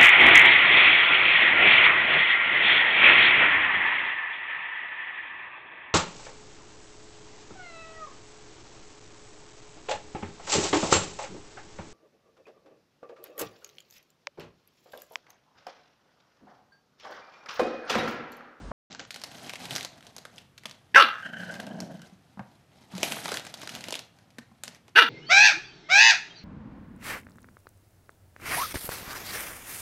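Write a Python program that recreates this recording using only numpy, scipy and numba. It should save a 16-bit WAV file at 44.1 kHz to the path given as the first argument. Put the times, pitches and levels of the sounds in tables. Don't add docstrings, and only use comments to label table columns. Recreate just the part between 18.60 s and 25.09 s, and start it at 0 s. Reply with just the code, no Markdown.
import sys
import numpy as np
from scipy import signal
from scipy.fft import rfft, irfft, next_fast_len
from scipy.io import wavfile
from scipy.ndimage import uniform_filter1d, minimum_filter1d
from numba import njit

SR = 44100
rng = np.random.default_rng(int(sys.argv[2]) if len(sys.argv) > 2 else 0)


def generate_wav(signal):
    frames = np.transpose(np.atleast_2d(signal))
    scaled = np.clip(frames, -1, 1) * 32767
    pcm = np.round(scaled).astype(np.int16)
    wavfile.write(sys.argv[1], SR, pcm)


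def nominal_scale(level):
    x = np.asarray(level, float) / 20
    return 10 ** x


N = 286209
TIME = np.arange(N) / SR

# frequency in Hz, relative level in dB per Hz.
HALL = [(24, -35), (40, 3), (579, -17), (1370, -21.5), (1580, -21.5), (2200, -30.5), (5330, -34.5),
        (9010, -41), (12000, -71), (15600, -106), (22000, -120)]
# frequency in Hz, relative level in dB per Hz.
AIR = [(25, -24), (60, -8.5), (120, 2.5), (220, -5.5), (400, -13.5), (800, -18.5), (1300, -18),
       (3000, -23.5), (7000, -31), (16000, -33)]
HALL_DB, AIR_DB = -44.5, -64
SILENT_S = (.1185, .301)

# start in seconds, body peak in dB, body pitch in Hz, slap peak in dB.
THUDS = [(.11, -37.5, 176, -38), (.1145, -26.5, 620, -25), (2.054, -48, 214, -36.5),
         (3.524, -47, 188.6, -63), (3.772, -41, 201.5, -40.5), (3.793, -35, 201, -33.5),
         (3.805, -42, 127, -38.5), (4.336, -36, 188.5, -42), (4.352, -35, 187.5, -50),
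         (5.784, -41.5, 234, -47.5), (5.914, -54, 215, -56), (6.075, -49.5, 240, -44.5)]
ROOM_T60_S, WALL_CUT_HZ, ROOM_DB = 0.36, 5830, -22

# time in seconds, foil rustle level in dB before the grip varies it.
RUMMAGE = [(.3, -68), (.4, -53), (.49, -74), (.6, -53), (.78, -50.5), (.96, -55), (1.12, -47.5),
           (1.24, -50), (1.32, -67), (1.82, -66.5), (1.99, -88), (2.08, -66), (2.3, -77), (2.9, -57.5),
           (3.45, -65.5), (3.6, -77.5), (4.08, -78), (4.12, -66), (4.29, -68), (4.33, -54), (4.425, -53),
           (4.436, -40), (4.51, -35), (4.63, -39.5), (4.76, -42.5), (4.84, -54), (5.04, -49.5), (5.39, -55),
           (5.51, -78), (6.03, -82), (6.05, -62), (6.16, -66), (6.19, -84), (6.3, -68.5)]
# frequency in Hz, relative level in dB per Hz.
FOIL = [(500, -25), (900, -1.5), (1500, 8.5), (2500, 6.5), (4000, 7), (6200, 2.5), (8000, -2),
        (12000, -5.5), (16000, -9)]
# resonance in Hz, width in Hz, relative gain in dB.
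HOLLOW = [(130, 60, -3.5), (240, 91, -1.5), (720, 230, -4)]
HOLLOW_DB, HOLLOW_AT_DB, HOLLOW_FOLLOWS = -51, -50, 0.78
# time in seconds, strength in dB, strongest pitch in Hz, low pop in dB.
SNAPS = [(.3083, -38.5, 3880, -60), (.3183, -34, 3700, -61), (.3273, -33, 3840, -57),
         (.3487, -27.5, 1560, -39.5), (.3951, -23.5, 1540, -43), (.4024, -30, 1600, -49),
         (.4505, -36.5, 1490, -59), (.5069, -25, 4120, -43), (.5433, -30, 4160, -43),
         (.5607, -26, 1450, -37.5), (.6156, -34, 4600, -55), (.6376, -23, 4280, -31.5),
         (.895, -21, 2450, -65), (.9354, -24, 3250, -29.5), (.9563, -26.5, 2340, -51),
         (1.0541, -25.5, 2780, -40), (1.1085, -21, 3060, -37), (1.1334, -27, 4220, -44),
         (1.153, -22, 4200, -53), (1.1619, -15.5, 5200, -28.5), (1.1814, -21, 1500, -38),
         (1.2094, -23, 3160, -41), (1.2287, -25.5, 3880, -55), (1.2487, -20, 3830, -33.5),
         (1.4078, -40.5, 2000, -60), (1.4268, -41, 2530, -65), (1.4677, -34.5, 3540, -46),
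         (1.565, -26.5, 5840, -37), (1.5824, -29.5, 4400, -43), (1.6523, -27, 1390, -40),
         (1.761, -42, 5950, -62), (1.781, -31.5, 2780, -54), (1.9785, -37, 3760, -78),
         (2.0354, -36.5, 1880, -50), (2.0563, -23.5, 2950, -40.5), (2.0957, -34, 3220, -62),
         (2.1117, -31, 3390, -71), (2.9407, -29.5, 1525, -44), (2.954, -36, 2500, -50),
         (3.0001, -23, 1610, -35), (3.067, -34, 3000, -45), (3.2036, -20.5, 4840, -31),
         (3.4177, -35.5, 1510, -57.5), (3.7938, -45, 1535, -33), (4.352, -32, 4200, -42),
         (4.38, -23, 2670, -30), (4.4309, -8, 2520, -19.5), (4.4424, -22, 2630, -48),
         (4.5216, -14.5, 2620, -30), (4.5685, -39, 2050, -29), (4.6573, -19, 1950, -22.5),
         (4.6808, -23, 3960, -28), (4.7187, -16, 1520, -25), (4.7304, -27, 1820, -30),
         (4.7416, -20, 1520, -31), (4.7714, -17.5, 3100, -36), (4.8504, -30, 1570, -55),
         (4.8669, -28, 1960, -39), (4.9407, -25, 3970, -36), (5.0315, -27.5, 5000, -32.5),
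         (5.0744, -24.5, 1500, -37), (5.0928, -24.5, 3070, -64), (5.1512, -23, 3040, -51),
         (5.2081, -29.5, 2530, -41), (5.2405, -27, 3200, -53), (5.2849, -22.5, 3000, -31),
         (5.3069, -21.5, 6070, -33), (5.3243, -19.5, 3000, -28.5), (5.3413, -21, 2630, -40),
         (5.3538, -19, 3210, -30.5), (5.3922, -26.5, 2850, -51), (5.5877, -43, 1550, -66.5),
         (5.705, -46, 3000, -62), (5.7843, -29.5, 1730, -37), (6.0362, -18.5, 6680, -35),
         (6.0791, -26.5, 5000, -44.5), (6.1474, -38.5, 2470, -52), (6.2811, -40.5, 2120, -50)]
LESSER_OVER_DB, LESSER_SPREAD_DB, LESSER_HZ, LESSER_LOW_DB = 14.5, 6, (1500, 6000), -14

# time in seconds, pitch in Hz, level in dB, mouth resonance in Hz.
BARKS = [
    [(2.342, 260, -36.5, 1780), (2.349, 359.5, -17.5, 1780), (2.357, 480, -21, 1700),
     (2.36, 525.6, -5, 1590), (2.38, 545, -12, 1330), (2.395, 575.6, -15, 1280),
     (2.415, 509.5, -19.5, 1260), (2.43, 359.6, -24.5, 1260), (2.45, 230, -31, 1263),
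     (2.62, 200, -48, 1450)],
    [(6.352, 319.6, -46, 1368), (6.36, 363.2, -21.5, 1470), (6.372, 433, -12.5, 1490),
     (6.386, 474, -13, 1430), (6.389, 484, -8, 1420), (6.41, 467.5, -22, 1350), (6.428, 329.6, -19.5, 1440),
     (6.455, 225.6, -35, 1450), (6.49, 200, -38, 1450)],
]
# resonance in Hz, width in Hz, relative gain in dB.
BRIGHT = [(4236, 790, 1), (6280, 600, -2.5)]
# echo delay in seconds, echo gain in dB.
NEAR_ECHOES = [(.0011, -6), (.0027, -6), (.0046, -6)]
# level in dB, one entry for each bark.
UPPER_CEILING_DB = [-30, -21]
MOUTH_WIDTH_HZ, UPPER_HZ, UPPER_WIDTH_HZ = 220, 2650, 610
UPPER_UNDER_DB = -3.5
UPPER_RISE_HZ_PER_S, UPPER_SWELL_DB_PER_S = 6000, 60
VOICE_DB, VOICE_AT_HZ, VOICE_DB_PER_OCTAVE = -29.5, 500, 10.5
ROUGH_LOUD, ROUGH_PER_DB = .36, 0.03
VOICED_S, CLOSE_DB_PER_S = .1, 130

# time in seconds, throbs per second, chest level in dB, mouth level in dB.
GROWL = [(2.625, 28, -78, -41), (2.66, 25.7, -48, -31), (2.7, 27, -49, -42), (2.83, 33.16, -44, -35.5),
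         (2.92, 29.05, -47.5, -47), (3.2, 24.53, -38.5, -53.5), (3.32, 25.2, -42.5, -57),
         (3.4, 22.6, -46, -55), (3.48, 24, -64, -68)]
# time in seconds, level in dB.
THROAT_SWELL = [(2.625, -54.5), (3.0, -47), (3.33, -46), (3.4, -63.5)]
# centre in Hz, width in Hz for one pass, relative gain in dB for one pass.
CHEST = [(185, 81, 0)]
THROAT = [(605, 260, 10.5), (846, 150, -22)]
MOUTH = [(1570, 214, 7), (3070, 310, 0.5)]

# frequency in Hz, gain in dB.
OVERALL_TONE = [(30, 0), (100, 2), (6300, 1.5), (6700, 1), (12900, 0), (13300, -7.5), (15400, -9.5),
                (16200, -51.5)]
DULL_UNTIL_S, DULL_CUT_HZ = .47, 9400


def rms_one(x):
    return x / np.sqrt(np.mean(x ** 2) + 1e-30)


def evened(x, span_s):
    return x / np.sqrt(uniform_filter1d(x ** 2, int(span_s * SR)) + 1e-9)


def in_time(rows):
    s, *columns = np.transpose(rows)
    curves = [np.interp(TIME, s, c) for c in columns]
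    return curves + [(TIME >= s[0]) & (TIME <= s[-1])]


def drift(rate):
    knots = np.arange(0, N + SR, SR / rate / 2)
    return np.interp(np.arange(N), knots, rng.standard_normal(len(knots))) * np.sqrt(3 / 2)


def coloured(x, points):
    size = next_fast_len(N + SR // 4) // 2 * 2
    hz = np.maximum(np.arange(size // 2 + 1) * SR / size, 1)
    point_hz, point_db = np.transpose(points)
    gain = nominal_scale(np.interp(np.log(hz), np.log(point_hz), point_db))
    cepstrum = irfft(np.log(gain), size)
    cepstrum[1:size // 2] *= 2
    cepstrum[size // 2 + 1:] = 0
    return irfft(rfft(x, size) * np.exp(rfft(cepstrum)), size)[:N]


@njit
def glide(x, hz, width, sr):
    y, r = np.zeros(len(x)), np.exp(-np.pi * width / sr)
    for i in range(2, len(x)):
        fed = (1 - r * r) / 2 * (x[i] - x[i - 2])
        y[i] = fed + 2 * r * np.cos(2 * np.pi * hz[i] / sr) * y[i - 1] - r * r * y[i - 2]
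    return y


def resonances(x, table):
    return sum((-1) ** k * nominal_scale(db) * glide(x + 1e-18, np.full(len(x), float(hz)), float(width), SR)
               for k, (hz, width, db) in enumerate(table))


def band(x, low_hz, high_hz):
    edges = [low_hz, min(high_hz, SR / 2.2)]
    return signal.sosfilt(signal.butter(2, edges, "band", fs=SR, output="sos"), x)


def air(points, level_db):
    return nominal_scale(level_db) * rms_one(coloured(rng.standard_normal(N), points))


def thuds(body_s=0.012, slap_s=0.0079):
    t, out = np.arange(5000) / SR, np.zeros(N + 5000)
    noise = rng.standard_normal((len(THUDS), 5000))
    for (s, peak_db, hz, slap_db), n in zip(THUDS, noise):
        i = int(s * SR)
        body = np.sin(2 * np.pi * hz * t) * (1 - np.exp(-t / 0.0036)) * np.exp(-t / body_s)
        slap = band(band(n * np.exp(-t / slap_s), 500, 1350), 400, 1500)
        out[i:i + 5000] += nominal_scale(peak_db) * body / abs(body).max() + nominal_scale(slap_db) * slap / abs(slap).max()
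    return out[:N]


def room(x):
    size = next_fast_len(N + SR)
    w = 2 * np.pi * np.arange(size // 2 + 1) / size
    wall_loss = (1 + (w * SR / 2 / np.pi / WALL_CUT_HZ) ** 2) ** .5
    low_loss = (1 + (350 * 2 * np.pi / SR / (w + 1e-6)) ** 2) ** 0.23
    t60 = ROOM_T60_S / wall_loss / low_loss
    response = 0
    for k, lag in enumerate(rng.uniform(.012, .045, size=16) * SR):
        loop = nominal_scale(-60 * lag / SR / t60) * np.exp(-1j * w * lag)
        response = response + (-1) ** k * loop / (1 - loop)
    for lag in (67, 191):
        delay = np.exp(-1j * w * lag)
        response = response * (delay - .6) / (1 - .6 * delay)
    return irfft(rfft(x, size) * response, size)[:N]


def rustle(per_s=3000, spread_db=2.5, clump_db=6, cycles=7.0, hiss_db=-6, grip_db=2.6):
    foil_db, on = in_time(RUMMAGE)
    hollow_db = HOLLOW_DB + HOLLOW_FOLLOWS * (foil_db - HOLLOW_AT_DB)
    sizes = nominal_scale(spread_db * np.minimum(rng.exponential(1, N), 5)) * rng.choice([-1, 1], N)
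    clicks = sizes * (rng.random(N) < per_s * nominal_scale(clump_db * drift(30)) / SR)
    pitches, dealt = np.geomspace(800, 16000, num=14), rng.integers(0, 14, N)
    grains = sum(rms_one(resonances(clicks * (dealt == k), [(hz, hz / cycles, 0)])) * np.sqrt(hz)
                 for k, hz in enumerate(pitches))
    foil = coloured(rms_one(grains) + nominal_scale(hiss_db) * rng.standard_normal(N), FOIL)
    hollow = resonances(rms_one(clicks) + rng.standard_normal(N), HOLLOW)
    foil = foil + np.clip((foil_db + 49.5) / 14, 0, 1.5) * band(foil, 7000, 16000)
    grip = nominal_scale(grip_db * drift(12))
    return on * grip * (nominal_scale(foil_db) * rms_one(foil) + nominal_scale(hollow_db) * rms_one(hollow))


def lesser_snaps(count=60):
    when, size, tone, low = rng.random((count, 4)).T
    s = RUMMAGE[0][0] + when * (RUMMAGE[-1][0] - RUMMAGE[0][0])
    peak_db = np.interp(s, *np.transpose(RUMMAGE)) + LESSER_OVER_DB + LESSER_SPREAD_DB * (2 * size - 1)
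    hz = LESSER_HZ[0] * (LESSER_HZ[1] / LESSER_HZ[0]) ** tone
    return list(zip(s, peak_db, hz, peak_db + 2 * low * LESSER_LOW_DB))


def snaps(crack_s=.0008, ring_s=0.0047, low_s=0.0034, crack_db=-3, sharpness=3.47, after_db=-5, after_s=0.009):
    t, out, cracks = np.arange(1500) / SR, np.zeros(N + 1500), np.zeros(N + 1500)
    rows = SNAPS + lesser_snaps()
    noise, luck = rng.standard_normal((len(rows), 1500)), rng.random((len(rows), 1500))
    swell = 1 - np.exp(-t / 0.0015)
    for (s, peak_db, hz, low_db), n, u in zip(rows, noise, luck):
        i = int((s - .001) * SR)
        main_flip = np.arange(1500) == 44
        neighbours = (u < 700 / SR) * u * SR / 700 * np.exp(-t / after_s)
        flips = main_flip + nominal_scale(after_db) * neighbours
        crack = signal.lfilter([1], [1, -np.exp(-1 / (crack_s * SR))], flips)
        tick = n * (crack + 0.095 * swell * np.exp(-t / 0.013))
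        struck = tick + 0.48 * n * swell * np.exp(-t / ring_s)
        ring = glide(struck, np.full(1500, float(hz)), hz / sharpness, SR)
        pop = band(n * swell * np.exp(-t / low_s), 350, 1502)
        cracks[i:i + 1500] += nominal_scale(peak_db + crack_db) * tick / abs(tick).max()
        out[i:i + 1500] += nominal_scale(peak_db - 9.5) * ring / abs(ring).max() + nominal_scale(low_db) * pop / abs(pop).max()
    return out[:N] + coloured(cracks[:N], FOIL)


def near_echoes(x):
    return x + sum((-1) ** k * nominal_scale(db) * np.interp(TIME - s, TIME, x)
                   for k, (s, db) in enumerate(NEAR_ECHOES))


def bark(rows, ceiling_db, jitter=.04, uneven=0.69, spread_db=-12, air_db=-18):
    pitch, level_db, mouth_hz, on = in_time(rows)
    since = np.clip(TIME - rows[0][0], 0, .08)
    closing_db = CLOSE_DB_PER_S * np.maximum(TIME - rows[0][0] - VOICED_S, 0)
    upper_db = np.minimum(ceiling_db + UPPER_SWELL_DB_PER_S * since - level_db, UPPER_UNDER_DB) - closing_db
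    voice_db = VOICE_DB + VOICE_DB_PER_OCTAVE * np.log2(pitch / VOICE_AT_HZ)
    voice_db = np.minimum(voice_db, level_db - 8) - 2 * closing_db
    rough = np.clip(ROUGH_LOUD - ROUGH_PER_DB * level_db, .15, 1)
    phase = np.cumsum(pitch * (1 + jitter * rough * drift(250)) / SR)
    strong_weak = 1 + uneven * rough * (-1) ** np.floor(phase)
    pulses = rms_one(band(np.diff(np.floor(phase), prepend=0) * strong_weak, 200, 9800))
    puffs = rng.standard_normal(N) * 2 * np.exp(-2.5 * (phase % 1))
    source = near_echoes(np.sqrt(1 - rough ** 2) * pulses + rough * puffs)
    shimmer = nominal_scale(3 * rough * drift(170))
    mouth = glide(source, mouth_hz, 1.73 * MOUTH_WIDTH_HZ, SR)
    mouth = glide(mouth, mouth_hz, float(MOUTH_WIDTH_HZ), SR)
    upper_hz = UPPER_HZ + UPPER_RISE_HZ_PER_S * since
    upper = glide(band(source, 1800, 4900), upper_hz, float(UPPER_WIDTH_HZ), SR)
    between = rms_one(band(source, 600, 2300))
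    bright = rms_one(resonances(band(source, 3400, 6400), BRIGHT))
    top = bright + nominal_scale(-7) * rms_one(band(source, 9400, 13000))
    sound = evened(mouth, span_s=0.0091) - nominal_scale(upper_db) * evened(upper, span_s=.012)
    sound += nominal_scale(spread_db) * between
    sound += nominal_scale(air_db + upper_db / 2) * top
    voice = np.sin(2 * np.pi * np.cumsum(pitch / SR))
    return on * (nominal_scale(level_db) * shimmer * sound + nominal_scale(voice_db) * voice)


def growl(sharp=0.33, throb_db=1.5, flutter_db=1.0, breath_db=-22):
    per_s, chest_db, mouth_db, on = in_time(GROWL)
    throat_db, _ = in_time(THROAT_SWELL)
    phase = np.cumsum(on * per_s / SR)
    throb = np.exp(sharp * (np.cos(2 * np.pi * phase) - 1)) * nominal_scale(throb_db * drift(25))
    source = throb ** 2 * nominal_scale(flutter_db * drift(90)) * rng.standard_normal(N)
    noise = rng.standard_normal(N)
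    chest, throat = (rms_one(throb * evened(resonances(resonances(noise, body), body), span_s=0.092))
                     for body in (CHEST, THROAT))
    mouth = rms_one(resonances(resonances(source, MOUTH), MOUTH))
    mouth = mouth + nominal_scale(breath_db) * rms_one(band(source, 980, 6900))
    return on * (nominal_scale(chest_db) * chest + nominal_scale(throat_db) * throat + nominal_scale(mouth_db) * mouth)


def scene():
    dog = sum(bark(rows, db) for rows, db in zip(BARKS, UPPER_CEILING_DB)) + growl()
    bag = rustle() + snaps() + thuds()
    wet = nominal_scale(ROOM_DB) * room(dog + nominal_scale(2) * bag)
    floor = np.where(TIME < SILENT_S[0], air(HALL, HALL_DB), air(AIR, AIR_DB))
    return (dog + bag + wet + floor)[None]


def limited(x, hold_s=0.0018):
    span = int(hold_s * SR)
    gain = minimum_filter1d(1 / np.maximum(abs(x), 1), 2 * span + 1)
    return x * uniform_filter1d(uniform_filter1d(gain, span), span)


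def band_limit(x):
    return signal.sosfilt(signal.butter(12, 16380, fs=SR, output="sos"), x)


def record(dry):
    level = limited(coloured(dry[0], OVERALL_TONE))[None]
    dull = signal.sosfilt(signal.cheby2(10, 60, DULL_CUT_HZ, fs=SR, output="sos"), level)
    toned = np.where((TIME > SILENT_S[0]) & (TIME < DULL_UNTIL_S), dull, level)
    sounding = 1. * ((TIME < SILENT_S[0]) | (TIME > SILENT_S[1]))
    heard = uniform_filter1d(sounding, size=120)
    return band_limit(toned * heard)


dry = scene()
out = record(dry)
generate_wav(out)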